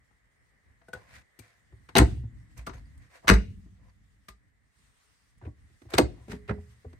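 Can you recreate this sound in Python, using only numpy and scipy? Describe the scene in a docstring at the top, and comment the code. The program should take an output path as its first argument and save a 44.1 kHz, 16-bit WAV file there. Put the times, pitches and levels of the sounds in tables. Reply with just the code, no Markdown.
"""Locker doors in a boat cabin

Close by, on a stereo microphone, two tall wooden doors are swung shut, then a low one is unlatched
and opened. Each contact is a latch click, a knock in the panel and a thud in the cabinet; cabin and
hull ring on. Faint ventilation hiss, a treble rustle and a low hull rumble make the room tone."""
import sys
import numpy as np
from scipy import signal
from scipy.fft import rfft, irfft, next_fast_len
from scipy.io import wavfile
from scipy.ndimage import uniform_filter1d

SR = 44100
rng = np.random.default_rng(int(sys.argv[2]) if len(sys.argv) > 2 else 0)


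def generate_wav(sig):
    """Save sig (samples, or channels by samples) to the path in sys.argv[1] as 16-bit PCM at SR."""
    pcm = np.round(np.clip(np.atleast_2d(sig).T, -1, 1) * 32767).astype(np.int16)
    wavfile.write(sys.argv[1], SR, pcm)


N = 308259
FFT_SIZE = 2 * next_fast_len(N // 2 + 1)


def door(hits, modes, tap_hz, seated_hz, pan_db, lag_ms):
    """Every contact clicks the latch, knocks the panel and, 8.5 ms later, pumps the cabinet."""
    click, panel, thud = np.zeros((2, N)), np.zeros((2, N)), np.zeros(N)
    for s, click_db, knock_db, thud_db, click_hz, spot_hz, tilt_db, seated in hits:
        hardness = np.interp(click_db, [-32, -22], [0, 1])  # loud clicks are hard, short contacts
        contact_s = np.interp(hardness, [0, 1], [.0095, .0042])
        place_db = pan_db + 3 * rng.standard_normal()  # each lands elsewhere on the door
        sides = gain_of([[place_db / 2], [-place_db / 2]])
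        add(click, s, gain_of(click_db) * sides * latch_click(click_hz, tilt_db, hardness, contact_s))
        add(panel, s, gain_of(knock_db) * sides * panel_knock(modes, spot_hz, hardness, contact_s))
        add(thud, s + .0085, gain_of(thud_db) * cabinet_thud(modes, seated_hz if seated else tap_hz))
    # the panel reaches the left of the microphone lag_ms ahead of the right
    shift = np.exp(1j * np.pi * np.fft.rfftfreq(FFT_SIZE, 1 / SR) * lag_ms / 1000)
    return click + thud + irfft(rfft(panel, FFT_SIZE) * [shift, 1 / shift], FFT_SIZE)[:, :N]


def slam(chatter, seated_s, click_db, knock_db, thud_db, click_hz, seated_spot_hz,
         rise_db_per_ms, snap_db, snap_hz, snap_tilt_db, gap_ms):
    """The contacts of a slam: the latch chatters in and snaps home, then the door bounces twice."""
    # rebounds, re the slam: click/dB, knock/dB, thud/dB
    bounces = [(-9, -3.5, -2.58), (-14.5, 0.65, -3.5)]
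    chatter_tilt_db, bounce_tilt_db, bounce_hz = -2.5, -8.5, 1700
    hits = []
    for s, click, knock, spot_hz in chatter:
        early_thud_db = thud_db - rise_db_per_ms * (seated_s - s) * 1000
        hits.append((s, click_db + click, knock_db + knock, early_thud_db,
                     click_hz, spot_hz, chatter_tilt_db, False))
    hits.append((seated_s, click_db + snap_db, knock_db, thud_db,
                 snap_hz, seated_spot_hz, snap_tilt_db, True))
    for k, (click, knock, thud) in enumerate(bounces, 1):
        hits.append((seated_s + k * gap_ms / 1000, click_db + click, knock_db + knock, thud_db + thud,
                     bounce_hz, seated_spot_hz, bounce_tilt_db, True))
    return hits


def latch_click(hz, tilt_db, hardness, contact_s, size=2048):
    """A burst of rattle and a brief ring of the latch's metal parts; tilt_db is per octave."""
    # rattle spectrum: f/Hz, level/dB
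    rattle_spectrum = [(600, -9), (1200, -1.5), (2020, -5), (3080, -10), (3850, -8.5), (7560, -16),
                       (8300, -8.5), (10800, -24.5), (12000, -16.5), (14600, -23), (16500, -40.5)]
    # modes of the metal: f/Hz, level/dB, t60/s
    metal_modes = [(1786, -4.5, 0.011), (2103, -3, 0.018), (2330, -4, 0.01), (2521, -3.5, 0.016),
                   (2864, -3, 0.031), (3200, -8.5, 0.013), (3860, -0.5, 0.011), (4290, -4, 0.014),
                   (4800, -6.5, 0.018), (5700, -5.5, 0.024), (6210, -5.5, 0.045), (6700, -10, .012),
                   (8100, -8, 0.0092), (8900, -10.5, 0.026), (13500, -7.5, .006)]
    t, bins = np.arange(size) / SR, np.fft.rfftfreq(size, 1 / SR)
    force = (2 * t / contact_s) ** 2 * np.exp(2 - 4 * t / contact_s)
    tongue = 0.5 / (1 + (5.9 * (bins - hz) / hz) ** 2)  # resonance of the latch tongue
    tilt = gain_of(tilt_db * np.log2(np.maximum(bins / 1500, 1)))
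    colour = (gain_of(at_pitch(rattle_spectrum, bins)) + tongue) * tilt
    rattle = unit_rms(irfft(rfft(rng.standard_normal((2, size))) * colour))
    detuned = metal_modes * np.array([1 + 0.028 * rng.uniform(-1, 1), 1, 1])
    clack = ring(detuned, hz, .3, rng.random(len(detuned)), min(tilt_db, 0), size=size)
    clack *= 1 - np.exp(-t / 0.00029)
    return force * rattle + gain_of(np.interp(hardness, [0, 1], [-2.5, 3])) * clack


def panel_knock(modes, spot_hz, hardness, contact_s):
    """The modes above 140 Hz, damped and detuned by hand and frame; light contacts sound duller."""
    hz, db, t60 = np.transpose([mode for mode in modes if mode[0] > 140])
    detune = 1 + .03 * rng.uniform(-1, 1, len(hz))
    ring_share = np.interp(hardness, [0, 1], [1.05, .75]) / np.hypot(1, hz / 1100)
    tilt_db, focus_db = np.interp(hardness, [0, 1], [-3, 0]), np.interp(hardness, [0, 1], [15, 9.5])
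    held = np.c_[hz * detune, db, t60 * ring_share]
    t = np.arange(SR // 8) / SR
    knock = ring(held, spot_hz, 0.32, rng.random(len(modes)), tilt_db, focus_db, size=len(t))
    return knock * (1 - np.exp(-4 * t / contact_s)) ** 2


def cabinet_thud(modes, hz):
    """The air in the cabinet is squeezed slowly and booms in the modes up to 140 Hz."""
    lows = [mode for mode in modes if mode[0] <= 140]
    push = np.hanning(round(0.0064 * SR))
    return np.convolve(ring(lows, hz, 0.17, np.arange(len(lows)) / 2), push / push.sum())


def hollow_locker():
    """The low locker rings hollow as its door moves: three long notes over a slow boom."""
    # jolts of the locker: t/s, high note/dB, middle notes/dB, boom/dB
    jolts = [(6.291, -44, -41, -58), (6.333, -39.5, -43.5, -52), (6.494, -34, -37.5, -28),
             (6.576, -72, -58, -31.5), (6.86, -67.5, -49.5, -35)]
    # its middle notes: f/Hz, t60/s
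    middle_modes = [(165, 0.15), (252, 0.19)]
    s, high_db, middle_db, boom_db = np.transpose(jolts)
    high = struck_mode(zip(s, high_db), hz=415, t60=.34, swell_s=.0019)
    middle = sum(struck_mode(zip(s, middle_db), *mode, swell_s=.0035) for mode in middle_modes)
    boom = struck_mode(zip(s, boom_db), hz=83.2, t60=.21, swell_s=.013)
    return high + middle + boom


def knobs():
    """Fingers catch the metal knobs, which ring a little left of the microphone."""
    # finger taps: t/s, level/dB
    taps = [(.883, -47.5), (.933, -29)]
    # close, beating notes: f/Hz, t60/s
    modes = [(1482, 0.064), (1520, 0.042)]
    return gain_of([[1.5], [-1.5]]) * sum(struck_mode(taps, *mode, swell_s=.0042) for mode in modes)


def hinge_ticks():
    """Hinge and catch give small metal ticks that die by 60 dB in 90 cycles."""
    # ticks: t/s, level/dB, f/Hz
    ticks = [(1.391, -58, 2350), (1.398, -48.5, 2330), (1.439, -61, 2320), (1.451, -64, 2280),
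             (2.739, -56, 6200), (2.757, -53, 6400), (2.783, -61, 4350), (2.856, -59, 4730),
             (3.896, -63.5, 4620), (3.896, -69, 5800), (5.945, -33, 8050), (6.32, -49, 1714)]
    return sum(struck_mode([(s, db)], hz, t60=90 / hz, swell_s=.001) for s, db, hz in ticks)


def noise_swells():
    """Soft scrapes around the doors, and two brief swells of hiss before the low door's latch cracks."""
    # swells: start/s, loudest/s, end/s, level/dB, dull part re level/dB
    swells = [(0.946, 0.95, 1.2, -62.5, 1.5), (1.059, 1.161, 1.235, -53.5, -10),
              (1.406, 1.414, 1.62, -62, -8), (2.56, 2.583, 2.64, -54, -3.5),
              (2.724, 2.738, 2.82, -56.5, -1), (2.989, 3.022, 3.14, -67, -11),
              (3.091, 3.154, 3.22, -57, -3.5), (3.221, 3.251, 3.278, -65, 12.5),
              (3.716, 3.905, 3.92, -73.5, 3.5), (5.885, 5.935, 5.94, -51, 3),
              (5.968, 5.969, 5.984, -45, 1.5), (6.077, 6.2, 6.3, -73, 7.5),
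              (6.281, 6.312, 6.38, -48.5, -10)]
    # spectra of the bright and the dull part: f/Hz, level/dB
    bright_spectrum = [(590, -46.5), (1000, -12), (1680, 0), (2270, -2.5), (3080, -12.5), (3990, -12.5),
                       (7610, -18), (8460, -17.5), (14700, -29.5), (16500, -56.5)]
    dull_spectrum = [(120, -28), (300, -6.5), (430, -8), (510, 3.5), (590, -5), (700, 2.5), (860, -6),
                     (1050, 1), (1250, -11), (1800, -16.5), (4000, -56)]
    out = np.zeros((2, N))
    for start, loudest, end, level_db, dull_db in swells:
        size = round((end - start) * SR / 256) * 256
        t = start + np.arange(size) / SR
        swell_db = np.interp(t, [start, loudest, end], [-18.5, 0, -18.5])
        grain_db = 2 * unit_rms(uniform_filter1d(rng.standard_normal(size), 150))
        dull = gain_of(dull_db) * stereo_noise(dull_spectrum, size, likeness=.24)
        bright = stereo_noise(bright_spectrum, size, likeness=.031)
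        envelope = gain_of(level_db + swell_db + grain_db) * signal.windows.tukey(size, .2)
        add(out, start, envelope * (bright + dull))
    return out


def cabin(sound):
    """Cabin and hull ring on, dying band by band; a larger space beyond adds a longer, fainter tail."""
    # diffuse tail: f/Hz, t60/s, level/dB, left-right likeness/0-1
    bands = [(47.87, 0.24, -12, 0.98), (120, 0.65, -13.5, 0.93), (248, 0.11, -12.5, 0.93),
             (370, 0.13, -7.5, 0.17), (700, 0.077, -5.5, 0.069), (1210, 0.054, -8.5, 0.063),
             (2920, 0.13, -14, .05), (8100, 0.077, -10, .05), (13940, 0.037, -14, .05)]
    beyond_db, beyond_stretch = -12.5, 3.1
    hz, t, (left, other) = signal.stft(rng.standard_normal((2, SR)), SR, nperseg=512)
    t60, level_db, likeness = (at_pitch(bands, hz, column)[:, None] for column in (1, 2, 3))
    spectra = np.array([left, likeness * left + np.sqrt(1 - likeness ** 2) * other])
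    decay = gain_of(-60 * t / t60) + gain_of(beyond_db - 60 * t / (t60 * beyond_stretch))
    spectra *= gain_of(level_db) * decay / np.sqrt(t60 * SR / np.log(1e6))
    treble = np.clip(hz / 2500, 0, 1)[:, None]
    spectra *= gain_of(3 * patches(left.shape, 3, 7) * treble)  # panels and fittings ring unevenly
    tail = signal.istft(spectra, SR, nperseg=512)[1]
    tail *= np.clip(np.arange(tail.shape[1]) / SR / 0.007 - .5, 0, 1)  # walls answer after a few ms
    return signal.fftconvolve(sound, tail, axes=1)[:, :N]


def hull_rumble(lumps_db):
    """Deep, lumpy noise from the hull that swells around the door movements."""
    # rumble level: t/s, level/dB
    levels = [(0.0, -70.5), (0.6, -73.5), (0.95, -64), (1.2, -63.5), (1.37, -88), (1.68, -66.5),
              (1.74, -59), (1.92, -62.5), (2.12, -45), (2.43, -58.5), (2.69, -50), (3.11, -65.5),
              (3.4, -53), (3.99, -64), (5.0, -73), (5.95, -66), (6.05, -36), (6.22, -59.5), (6.99, -73)]
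    # rumble spectrum: f/Hz, level/dB
    spectrum = [(8.8, -66), (15, -36.5), (36, -8.5), (54, -2), (72, -4.5), (87, -10.5), (120, -9),
                (166, -16.5), (300, -21.5), (390, -50.5), (660, -120)]
    return level_curve(levels, lumps_db) * stereo_noise(spectrum, FFT_SIZE, likeness=.35)[:, :N]


def rustle():
    """A faint, drifting rustle whose treble flickers in patches."""
    # rustle level: t/s, level/dB
    levels = [(0.0, -81.5), (1.21, -81.5), (1.93, -75.5), (2.06, -58.5), (2.25, -77.5), (2.67, -74.5),
              (3.1, -76.5), (3.35, -69.5), (3.89, -81), (4.3, -79), (4.42, -84), (4.65, -85), (4.79, -73.5),
              (5.08, -71), (5.3, -73), (5.37, -78), (5.55, -78.5), (5.65, -76), (5.84, -73.5), (6.2, -72),
              (6.44, -74.5), (6.7, -69), (6.85, -73), (6.99, -78)]
    # rustle spectrum: f/Hz, level/dB
    spectrum = [(180, -37.5), (300, -2), (343, -19), (427, -0.5), (531, -11), (1170, -1.5), (7500, -9),
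                (8600, -4.5), (10500, -17.5), (12500, -17), (14800, -22.5), (16500, -30)]
    flicker_db = 1.3 * wander(1500)
    hz, _, spectra = signal.stft(stereo_noise(spectrum, FFT_SIZE, likeness=.017), SR, nperseg=512)
    treble = np.clip(hz / 12000, 0, 1)[:, None]
    patch_db = 2.5 * np.sqrt(treble) * patches(spectra.shape[1:], 8, 10)
    crackle_db = .85 * treble * patches(spectra.shape[1:], 60, 3)
    hiss = signal.istft(spectra * gain_of(patch_db + crackle_db), SR, nperseg=512)[1][:, :N]
    return level_curve(levels, flicker_db) * unit_rms(hiss)


def vent_hiss(waver_db):
    """The ventilation hisses softly, wide around the microphone."""
    # hiss level: t/s, level/dB
    levels = [(0.0, -74.5), (1.2, -72.5), (3.1, -72), (3.5, -78), (4.4, -77.5), (5.3, -79.5), (5.9, -73),
              (6.5, -70), (6.99, -74)]
    # hiss spectrum: f/Hz, level/dB
    spectrum = [(88, -40), (150, -17.5), (201, -9.5), (236, -20.5), (349, -9.5), (442, -9), (738, -12.5),
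                (898, -15), (1090, -12), (1450, -13), (1700, -5.5), (1950, -0.5), (2200, -9.5), (2600, -22),
                (5270, -39), (6940, -27.5), (16500, -45)]
    return level_curve(levels, waver_db) * stereo_noise(spectrum, FFT_SIZE, likeness=.011)[:, :N]


def ring(modes, spot_hz, reach_octaves, phases, tilt_db=0., focus_db=9, size=SR // 3):
    """Dying modes (t60 at least 10 ms), up to focus_db weaker away from spot_hz, tilted above; peak 1."""
    hz, db, t60 = np.transpose(modes)[:, :, None]
    t = np.arange(size) / SR
    octaves = np.log2(hz / spot_hz)
    db = db - focus_db * (1 - np.exp(-(octaves / reach_octaves) ** 2)) + tilt_db * np.maximum(octaves, 0)
    envelopes = gain_of(db - 60 * t / np.maximum(t60, .01))
    wave = (envelopes * np.sin(2 * np.pi * (hz * t + phases[:len(hz), None]))).sum(0)
    return wave / abs(wave).max()


def struck_mode(taps, hz, t60, swell_s):
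    """One mode that swells and dies at each tap (t/s, level/dB)."""
    out, t = np.zeros(N), np.arange(SR // 2) / SR
    wave = np.sin(2 * np.pi * hz * t) * gain_of(-60 * t / t60) * (1 - np.exp(-t / swell_s))
    for s, db in taps:
        add(out, s, gain_of(db) * wave)
    return out


def stereo_noise(spectrum, size, likeness):
    """Coloured noise with a given left-right correlation; rms 1."""
    left, other = rng.standard_normal((2, size))
    pair = np.array([left, likeness * left + np.sqrt(1 - likeness ** 2) * other])
    colour = gain_of(at_pitch(spectrum, np.fft.rfftfreq(size, 1 / SR)))
    return unit_rms(irfft(rfft(pair) * colour, size))


def patches(shape, bins, frames):
    """A random field over pitch and time, smooth over so many bins and frames; rms 1."""
    field = rng.standard_normal(shape[::-1]).T
    return unit_rms(uniform_filter1d(uniform_filter1d(field, bins, 0), frames, 1))


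def wander(samples):
    """A random drift, smooth over so many samples; rms 1."""
    return unit_rms(uniform_filter1d(uniform_filter1d(rng.standard_normal(N), samples), samples))


def level_curve(levels, waver_db):
    """Gain that follows points (t/s, level/dB), with a waver on top."""
    return gain_of(np.interp(np.arange(N) / SR, *np.transpose(levels)) + waver_db)


def at_pitch(points, hz, column=1):
    """Reads one column of a table on a log-frequency axis."""
    table = np.transpose(points)
    return np.interp(np.log(hz + 1), np.log(table[0] + 1), table[column])


def gain_of(db):
    """dB to gain."""
    return 10 ** (np.asarray(db) / 20)


def unit_rms(x):
    """Scales to rms 1."""
    return x / np.sqrt(np.mean(x ** 2) + 1e-20)


def add(mix, s, sound):
    """Mixes a sound in at s seconds."""
    part = mix[..., round(s * SR):][..., :sound.shape[-1]]
    part += sound[..., :part.shape[-1]]


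def scene():
    """Three doors in turn over the room tone; the cabin answers each door by its own amount."""
    # modes of each door with its cabinet: f/Hz, level/dB, t60/s
    left_door = [(62.99, -2, 0.13), (111.4, -1.5, 0.14), (165, -0.5, 0.082), (231, 0, 0.049),
                 (258, -4, 0.049), (290, 2, 0.035), (355, -4.5, 0.055), (402, -5.5, 0.06), (500, -3, 0.055),
                 (672, -9, 0.1), (747, -2.5, 0.069), (872, -3, 0.065), (1023, -7, 0.069),
                 (1270, -6.5, 0.024), (1500, -7.5, 0.062)]
    right_door = [(58, -3, 0.24), (121.8, -2.5, 0.053), (152.5, 8, 0.037), (202, -.5, 0.1),
                  (275, 1.5, 0.051), (377, -4.5, 0.1), (440, -1, 0.0598), (535, -6.5, 0.053),
                  (660, -4, 0.075), (860, -9.5, 0.09), (1040, -9, 0.11), (1184.4, -3, 0.11),
                  (1370, -7.5, 0.064)]
    low_door = [(67, -5.5, 0.23), (115.7, -2.5, 0.15), (170, -9, 0.15), (207.6, 0, 0.099),
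                (237.7, 1, 0.069), (290, -0.5, 0.074), (342.6, 3, 0.071), (422.5, 4, 0.07),
                (510, 0.5, 0.076), (610.3, 8.5, 0.051), (734, 7.5, 0.058), (807, 4.5, 0.06),
                (954, 7.5, 0.046), (1128, -7, 0.15)]
    # those three doors: tap thud/Hz, seated thud/Hz, leftward pan/dB, panel lag/ms, cabin share/dB
    doors = [(112, 41, 2.5, .13, 2.5), (70, 58, 1.64, -.2, 3.5), (88.4, 92, 0.5, 0.24, -0.5)]
    # contacts of hand, knob and latch:
    # t/s, click/dB, knock/dB, thud/dB, click/Hz, struck spot/Hz, click tilt/dB per octave
    taps = [(0.108, -71, -62, -85, 1100, 900, -8), (0.814, -65, -57.5, -82, 1920, 630, -7),
            (0.883, -59.5, -41.5, -59.5, 1480, 585, 0.5), (0.931, -42.5, -36, -47, 1500, 530, -1),
            (.946, -52, -38.5, -45, 1500, 500, -8), (.957, -54, -38.5, -49, 1500, 810, -5.5),
            (1.389, -50.5, -38, -44.5, 2330, 258, 5.5), (1.722, -67.5, -42, -43, 1950, 369, -10),
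            (1.888, -47.5, -37.5, -58.5, 1930, 1370, -3.5), (1.970, -16.5, -14, -26.5, 4000, 165, -0.5),
            (1.985, -20.5, -28, -41, 4290, 383, 0), (1.988, -14, -7, -28.5, 1870, 284, -6),
            (2.029, -38.5, -20.5, -21.5, 1520, 276, -4), (2.11, -60, -40, -24.5, 1500, 229, -11.5),
            (2.169, -80, -37.5, -31, 1500, 233, -10), (2.235, -71, -42.5, -30, 1883, 231, -8),
            (2.574, -54.5, -56.5, -34, 6130, 165, 7), (2.664, -43.5, -39, -49, 1980, 1040, 1.5),
            (2.669, -39, -22.5, -43.5, 1370, 1370, -2.5), (2.693, -45.5, -33, -37.5, 5840, 290, -9.5),
            (2.738, -59, -50, -34.5, 6620, 215, -3.5), (2.781, -70, -50, -38, 4360, 165, 3),
            (2.975, -67.5, -66.5, -59, 8510, 200.4, 1), (3.243, -61.5, -37.5, -41, 1480, 700, -13),
            (3.273, -29, -34, -32, 2150, 1370, -4.5), (3.316, -32.5, -15.5, -32, 1500, 440, -6.5),
            (3.336, -28.5, -25.5, -39.5, 1780, 300, -2.5), (3.659, -91, -46, -51.5, 1500, 285.5, -50),
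            (4.283, -45, -39.5, -47.5, 1897, 1200, 2), (5.378, -72, -80.5, -85.5, 8100, 900, 3.5),
            (5.413, -60.5, -43.5, -47.5, 1300, 898, -10.5), (5.422, -60, -38.5, -38.5, 1480, 320, -10.5),
            (5.435, -61, -45.5, -52.5, 1500, 698, -11.5), (5.450, -55.5, -37.5, -31, 2500, 440, -8.5),
            (5.462, -59.5, -40.5, -38.5, 2150, 1202, -9), (5.473, -70, -33, -31.5, 1500, 278.5, -4.5),
            (5.698, -87.5, -57, -53, 1807, 316, -12), (5.816, -59, -44.5, -54, 1700, 303, -3.5),
            (5.851, -76.5, -42.5, -40, 1906, 334, -26), (5.901, -53, -66.5, -64.5, 1620, 426, 2.5),
            (5.936, -28.5, -19.5, -26.5, 3910, 364, -2), (5.946, -34, -25, -50, 7850, 338, -6),
            (5.977, -33.5, -32.5, -54, 2310, 770, 1.5), (5.981, -20.5, -3, -39, 4290, 904, 0),
            (5.983, -14, -9, -40.5, 2330, 736, 1), (5.989, -22.5, -5.5, -34, 1880, 430, -4),
            (5.995, -34.5, -9.5, -29, 1400, 323, -11), (6.013, -54, -20.5, -21, 1348, 304, -21.5),
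            (6.28, -59, -34, -36, 2190, 245, 0), (6.298, -60, -43, -44, 2400, 290, 1),
            (6.315, -41, -34, -38, 1970, 191, -2), (6.328, -53, -30, -45.5, 2500, 172, -5),
            (6.345, -69, -34.5, -43, 1520, 251, -10), (6.476, -55, -56, -42, 2480, 348, -2.5),
            (6.485, -44.5, -33, -21.5, 2480, 388, -8), (6.492, -34, -23.5, -42, 2044, 510, -10.5),
            (6.506, -38.5, -21, -51, 1890, 181, -10.5), (6.581, -79, -40, -50.5, 1696, 190, -22),
            (6.846, -66, -33, -39.5, 1503, 429, -16), (6.928, -59, -45.5, -58.5, 1306, 310, -2.5)]
    # slams of the tall doors: seated/s, click/dB, knock/dB, thud/dB, click/Hz, seated spot/Hz,
    # thud rise/dB per ms, snap re click/dB, snap/Hz, snap tilt/dB per octave, bounce gap/ms
    slams = [(1.982, -20, -5.5, -9, 3707, 278.5, 1.45, 5, 8390, 0, 16.5),
             (3.298, -12.5, -7, -7.5, 1907, 230, 3.5, 1.2, 1930, -2.5, 9.94)]
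    # latch chatter before each slam: t/s, click re slam/dB, knock re slam/dB, struck spot/Hz
    chatters = [
        [(1.953, -1.5, -1, 850), (1.959, -5, -7, 869.4), (1.964, 3.5, -2.5, 350), (1.975, -3, -1, 290),
         (1.979, -4, -7, 290)],
        [(3.280, -2, -13, 1150), (3.284, -9, -13, 660), (3.289, 2.5, -7, 500), (3.294, -10, -4, 1200)],
    ]
    next_door_s = (2.5, 5.0)  # the hand moves to the right door, then to the low one
    hits = [tap + (False,) for tap in taps]  # not seated
    for chatter, blow in zip(chatters, slams):
        hits += slam(chatter, *blow)
    direct = to_cabin = noise_swells() + hollow_locker() + knobs() + hinge_ticks()
    for k, modes in enumerate((left_door, right_door, low_door)):
        *settings, cabin_db = doors[k]
        own_hits = [hit for hit in hits if np.searchsorted(next_door_s, hit[0]) == k]
        sound = door(own_hits, modes, *settings)
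        direct = direct + sound
        to_cabin = to_cabin + gain_of(cabin_db) * sound
    tail = cabin(to_cabin)
    lumps_db = 4 * wander(3000)  # rumble and vent waver together
    return direct + tail + hull_rumble(lumps_db) + rustle() + vent_hiss(.3 * lumps_db)


def record(dry):
    """The microphone drops the deepest bass, overloads softly on the slams and stops at 16.3 kHz."""
    low_cut = signal.sosfilt(signal.butter(3, 38., "high", fs=SR, output="sos"), dry)
    saturated = .95 * np.tanh(low_cut / .83)
    band_limit = signal.firwin(511, 16300, window=("kaiser", 9), fs=SR)
    return signal.oaconvolve(saturated, band_limit[None], "same")


dry = scene()
out = record(dry)
generate_wav(out)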